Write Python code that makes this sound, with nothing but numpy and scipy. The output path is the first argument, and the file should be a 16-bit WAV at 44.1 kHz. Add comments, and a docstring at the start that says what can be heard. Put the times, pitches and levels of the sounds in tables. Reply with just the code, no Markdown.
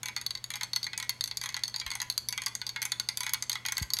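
"""You first hear light, uneven clattering: wooden knocks, short pings and bright clicks.
It is a wind toy turning slowly in a room. Small tubes slide on strings between two wooden discs
and drop against the discs and each other. A longer ring swells twice a turn, and a few sharp snaps
stand out. Behind it are two low bumps on the microphone, faint air and mains hum."""
import sys
import numpy as np
from scipy import signal
from scipy.fft import rfft, irfft
from scipy.io import wavfile

SR = 44100
rng = np.random.default_rng(int(sys.argv[2]) if len(sys.argv) > 2 else 0)


def to_wav(sig):
    """Store sig (one row per channel, or 1-D mono) as 16-bit WAV at the path in sys.argv[1].

    Samples outside -1..1 are clipped; the rate is SR.
    """
    pcm = np.clip(np.atleast_2d(sig), -1, 1) * 32767
    pcm = np.round(pcm).astype(np.int16)
    wavfile.write(sys.argv[1], SR, pcm.T)  # frames by channels


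N = 176400
AGE = np.arange(SR // 3) / SR  # seconds since a blow
BLOW_GAIN = np.sqrt(.01 * SR)  # a blow's levels count its energy as if spread over 10 ms
TOP_HZ = 16000

# The blows of the falling tubes: t/s, knock level/dB, ping level/dB, ping f/Hz, click level/dB
BLOWS = [(0.0317, -41, -46, 4270, -36.5), (0.0577, -39, -38.5, 4370, -37),
         (0.0844, -38.5, -40.5, 3930, -40.5), (0.1641, -35.5, -33, 4410, -37),
         (0.2134, -46, -42, 4520, -41), (0.2641, -48, -28.5, 4430, -38.5), (0.3071, -45, -32, 4560, -41.5),
         (0.352, -44.5, -33.5, 4490, -44.5), (0.4413, -50, -36, 4540, -39),
         (0.504, -39.5, -41.5, 4150, -38.5), (0.538, -38, -41.5, 3900, -43),
         (0.5564, -40.5, -42, 4500, -38.5), (0.6108, -35.5, -38.5, 4000, -41.5),
         (0.633, -40.5, -31.5, 4400, -35), (0.733, -44, -29.5, 4400, -39),
         (0.7611, -40, -27.5, 4380, -30.5), (0.8303, -52, -31.5, 4590, -43), (0.8429, -50, -33, 4520, -42),
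         (0.8665, -39, -37, 4210, -43.5), (0.9321, -38, -40.5, 4220, -50), (0.9773, -41, -42, 4660, -32),
         (1, -39.5, -38, 4260, -40), (1.0265, -38.5, -42, 3840, -39.5), (1.0934, -35.5, -28, 4420, -33),
         (1.209, -44.5, -28, 4510, -36.5), (1.2399, -46.5, -29.5, 4550, -33),
         (1.276, -47.5, -40.5, 4400, -40), (1.3126, -45, -34.5, 4450, -49), (1.3716, -48, -33, 4670, -34.5),
         (1.414, -42.5, -37.5, 4640, -39.5), (1.4376, -38.5, -42.5, 4150, -38),
         (1.4591, -36, -43, 3940, -38), (1.4903, -40.5, -39.5, 4390, -39.5),
         (1.5435, -40, -31.5, 4380, -41.5), (1.5665, -36, -43, 4000, -38), (1.636, -43.5, -27, 4450, -34.5),
         (1.6796, -47.5, -39.5, 4430, -38), (1.7422, -44, -33.5, 4370, -51),
         (1.7616, -44.5, -31.5, 4680, -38.5), (1.7996, -54, -33.5, 4750, -39.5),
         (1.8143, -40.5, -44, 4000, -54), (1.864, -35.5, -38.5, 4130, -41.5), (1.904, -43, -38, 4540, -42),
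         (1.9153, -38, -36.5, 4400, -38.5), (1.953, -36.5, -51, 4400, -35.5),
         (2.0021, -40.5, -34, 4140, -40.5), (2.0172, -35.5, -38, 4830, -32.5),
         (2.1, -44, -28.5, 4420, -33.5), (2.178, -44.5, -27, 4730, -31), (2.2868, -46, -33.5, 4640, -30.5),
         (2.3257, -39.5, -35, 4590, -36), (2.3771, -33.5, -44, 4380, -35.5),
         (2.419, -40.5, -40.5, 4400, -38), (2.4619, -43, -34, 4570, -31.5), (2.4659, -33.5, -33, 4790, -41),
         (2.552, -43.5, -36, 4690, -33), (2.6157, -39.5, -33.5, 4380, -45.5),
         (2.6665, -46.5, -33.5, 4700, -39.5), (2.6919, -47, -34, 4470, -39.5),
         (2.7611, -34, -42, 4020, -45), (2.8185, -36, -36, 4220, -34.5), (2.8274, -37.5, -41, 4500, -33.5),
         (2.8529, -37.5, -55, 3930, -31.5), (2.9194, -34, -29, 4410, -31.5),
         (2.9983, -40, -28.5, 4430, -33.5), (3.0882, -37, -29, 4730, -33),
         (3.1724, -42.5, -33, 4690, -32.5), (3.206, -36.5, -34.5, 4590, -34), (3.233, -39, -40, 3880, -37),
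         (3.2655, -32.5, -49, 4000, -36.5), (3.2937, -41.5, -43, 4400, -37),
         (3.3351, -34, -37, 4700, -30.5), (3.3439, -37, -33, 4340, -35), (3.4243, -40, -36.5, 4730, -31.5),
         (3.496, -37.5, -30.5, 4460, -30), (3.517, -46, -34.5, 4160, -40), (3.53, -43, -38, 4670, -35.5),
         (3.5547, -35, -39.5, 3820, -45), (3.6517, -34.5, -46, 4160, -45.5),
         (3.6625, -41, -37, 4650, -33.5), (3.6853, -35, -37.5, 4170, -37.5),
         (3.722, -35.5, -65, 4470, -30.5), (3.7696, -42, -30.5, 4440, -39), (3.7806, -34.5, -40, 4460, -32),
         (3.8284, -44, -38, 4720, -38.5), (3.9035, -47.5, -35.5, 4400, -41.5),
         (3.9354, -44.5, -27.5, 4680, -27), (3.9685, -43.5, -36.5, 4370, -40),
         (3.9877, -39.5, -32, 4670, -34)]
def tubes():
    """Each falling tube strikes once and bounces faintly twice; parts so small give off no bass."""
    out = np.zeros(N)
    for start, *strike in BLOWS:
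        sound = blow(start, *strike)
        add(out, start, sound)
        waits_s = np.cumsum(rng.exponential(.007, size=2))
        bounces_db = -14 + 2.5 * (rng.standard_normal(2) - np.arange(2))
        for wait, db in zip(waits_s, bounces_db):
            add(out, start + wait, undb(db) * sound)
    return signal.sosfilt(signal.butter(4, 747, "highpass", fs=SR, output="sos"), out)


def blow(start, knock_db, ping_db, ping_hz, click_db):
    """One blow knocks, pings and clicks at once; the other tubes ring along, heard in the room's echo."""
    knock = undb(knock_db) * (wood_knock() + long_ring(start))
    ping = undb(ping_db) * tube_ping(ping_hz)
    other_tubes = undb(ping_db - 17.5) * fading_tones([(4410, 0)], fade_s=.095)
    click = undb(click_db) * contact_click(click_db)
    echo = room_echo(undb(-6) * knock + undb(-15) * ping + other_tubes + undb(-12.5) * click)
    return BLOW_GAIN * (knock + ping + click + echo)


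# The tones the wooden parts make when struck: f/Hz, level/dB
WOOD_TONES = [(860, -9), (1015, -5), (1450, -7), (1640, -5), (1970, 4.5), (2090, 5.5), (3370, 7.5)]
def wood_knock():
    """The struck wooden discs take a moment to answer, then quickly fall silent."""
    wood = fading_tones(WOOD_TONES, fade_s=.078) + undb(-4) * noise_burst(895, 4750, fade_s=.03)
    rise = 1 - np.exp(-AGE / .0006)
    return unit(wood * rise)


# The tones of the longer ring: f/Hz, level/dB
RING_TONES = [(2230, -2.5), (2440, -9.5)]
def long_ring(start):
    """A ring outlasts the knock; how loud it is depends on how far the toy has turned."""
    half_turn_s, loudest_at_s = .4532, .054
    swell = np.cos(2 * np.pi * (start - loudest_at_s) / half_turn_s)
    return undb(-12 + 7.5 * swell) * fading_tones(RING_TONES, fade_s=.19)


def tube_ping(hz):
    """The tube itself gives one short, high tone with a little noise."""
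    tone = unit(np.sin(2 * np.pi * hz * AGE) * fade(.026))
    return unit(tone + undb(-5.5) * noise_burst(3535, 4775, fade_s=.019))


# The very high tones made where two parts meet: f/Hz, level/dB
CLICK_TONES = [(6420, 5), (10200, -2), (11550, -1.5), (14400, -10)]
def contact_click(db):
    """The parts click as they touch; the harder the click, the brighter it is."""
    tones = fading_tones(CLICK_TONES, fade_s=.021, db_per_octave=2.5 * (db + 31))
    return unit(tones + undb(-2) * noise_burst(4450, 12350, fade_s=.0105))


# Tubes landing on their rims: t/s, level/dB
RIM_LANDINGS = [(0.2641, -42.5), (1.095, -35), (3.3352, -27)]
def rim_snaps():
    """A tube landing on its hard rim snaps without echo, using only the highest click tones."""
    out = np.zeros(N)
    high_tones = CLICK_TONES[1:]
    lowest_hz = high_tones[0][0]
    for start, db in RIM_LANDINGS:
        snap = fading_tones(high_tones, fade_s=.021) + noise_burst(lowest_hz, TOP_HZ, fade_s=.0105)
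        add(out, start, undb(db) * BLOW_GAIN * unit(snap))
    return out


def room_echo(sound):
    """Close echoes, then a soft, duller tail; they differ for each blow because the tubes move."""
    delay_s = .0045
    early, late = rng.standard_normal((2, len(AGE))) * (AGE > delay_s)
    late = signal.sosfilt(signal.butter(1, 12000, "lowpass", fs=SR, output="sos"), late)
    echoes = undb(14.5) * early * fade(.04) + late * fade(.33)
    return signal.fftconvolve(sound, unit(echoes))[:len(sound)]


# Low bumps on the microphone: t/s, level/dB, starting f/Hz
LOW_BUMPS = [(1.861, -34.5, 82.5), (3.814, -22, 187)]
def microphone_bumps():
    """Soft thumps on the microphone sink in pitch as they fade."""
    end_hz, sink_s, rise_s = 53.4, .0062, .0029
    loudness = (1 - np.exp(-AGE / rise_s)) * fade(.094)
    out = np.zeros(N)
    for start, db, start_hz in LOW_BUMPS:
        hz = end_hz + (start_hz - end_hz) * np.exp(-AGE / sink_s)
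        add(out, start, undb(db) * loudness * np.sin(2 * np.pi * np.cumsum(hz) / SR))
    return out


# How strong the room's air noise is from low to high pitch: f/Hz, relative level/dB
AIR_SHAPE = [(25, -11.5), (65, -3), (210, -7.5), (310, -14), (4000, -21.5), (16000, -40.5)]
def room_air():
    """The still air of the room is a faint, steady noise, strongest in the bass."""
    hz, db = np.array(AIR_SHAPE).T
    all_hz = np.maximum(np.fft.rfftfreq(N, 1 / SR), 1)
    gains = undb(np.interp(np.log(all_hz), np.log(hz), db))
    air = irfft(rfft(rng.standard_normal(N)) * gains, N)
    return undb(-58.5) * air / np.std(air)


def mains_hum():
    """Mains electricity hums on one low, steady tone."""
    hum_hz = 119.5
    return undb(-58.5) * np.sqrt(2) * np.sin(2 * np.pi * hum_hz * np.arange(N) / SR)


def fading_tones(table, fade_s, db_per_octave=0):
    """A struck part rings: its first tone lasts fade_s, higher ones die sooner. 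No two blows are alike."""
    hz, db = np.array(table).T
    level_luck, pitch_luck, sign_luck = rng.standard_normal((len(table), 3)).T
    gains = np.sign(sign_luck) * undb(db + 2.5 * level_luck + db_per_octave * np.log2(hz))
    waves = np.sin(2 * np.pi * np.outer(hz * (1 + .0216 * pitch_luck), AGE))
    fades = fade(fade_s * hz[0] / hz[:, None])
    return unit(gains @ (waves * fades))


def noise_burst(low_hz, high_hz, fade_s):
    """The many short-lived tones of a blow blur into a burst of noise."""
    noise = rng.standard_normal(len(AGE)) * fade(fade_s)
    band = signal.butter(4, [low_hz, high_hz], "bandpass", fs=SR, output="sos")
    return unit(signal.sosfilt(band, noise))


def fade(seconds):
    """Die away after a blow, falling by 60 dB in the given time."""
    return np.exp(-np.log(1000) * AGE / seconds)


def undb(db):
    """Turn decibels into a number to multiply by."""
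    return 10 ** (np.asarray(db) / 20)


def unit(sound):
    """Scale to an energy of 1."""
    return sound / np.sqrt(np.sum(sound ** 2))


def add(track, start, sound):
    """Mix a sound in, start seconds into the track."""
    i = int(start * SR)
    track[i:i + len(sound)] += sound[:max(N - i, 0)]


def scene():
    """The toy and its background together, in one channel."""
    return (tubes() + rim_snaps() + microphone_bumps() + room_air() + mains_hum())[None]


def record(dry):
    """Cut the deepest rumble and the very highest treble."""
    dry = signal.sosfilt(signal.butter(2, 30, "highpass", fs=SR, output="sos"), dry)
    return signal.sosfilt(signal.ellip(8, .2, 70, TOP_HZ, fs=SR, output="sos"), dry)


dry = scene()
out = record(dry)
to_wav(out)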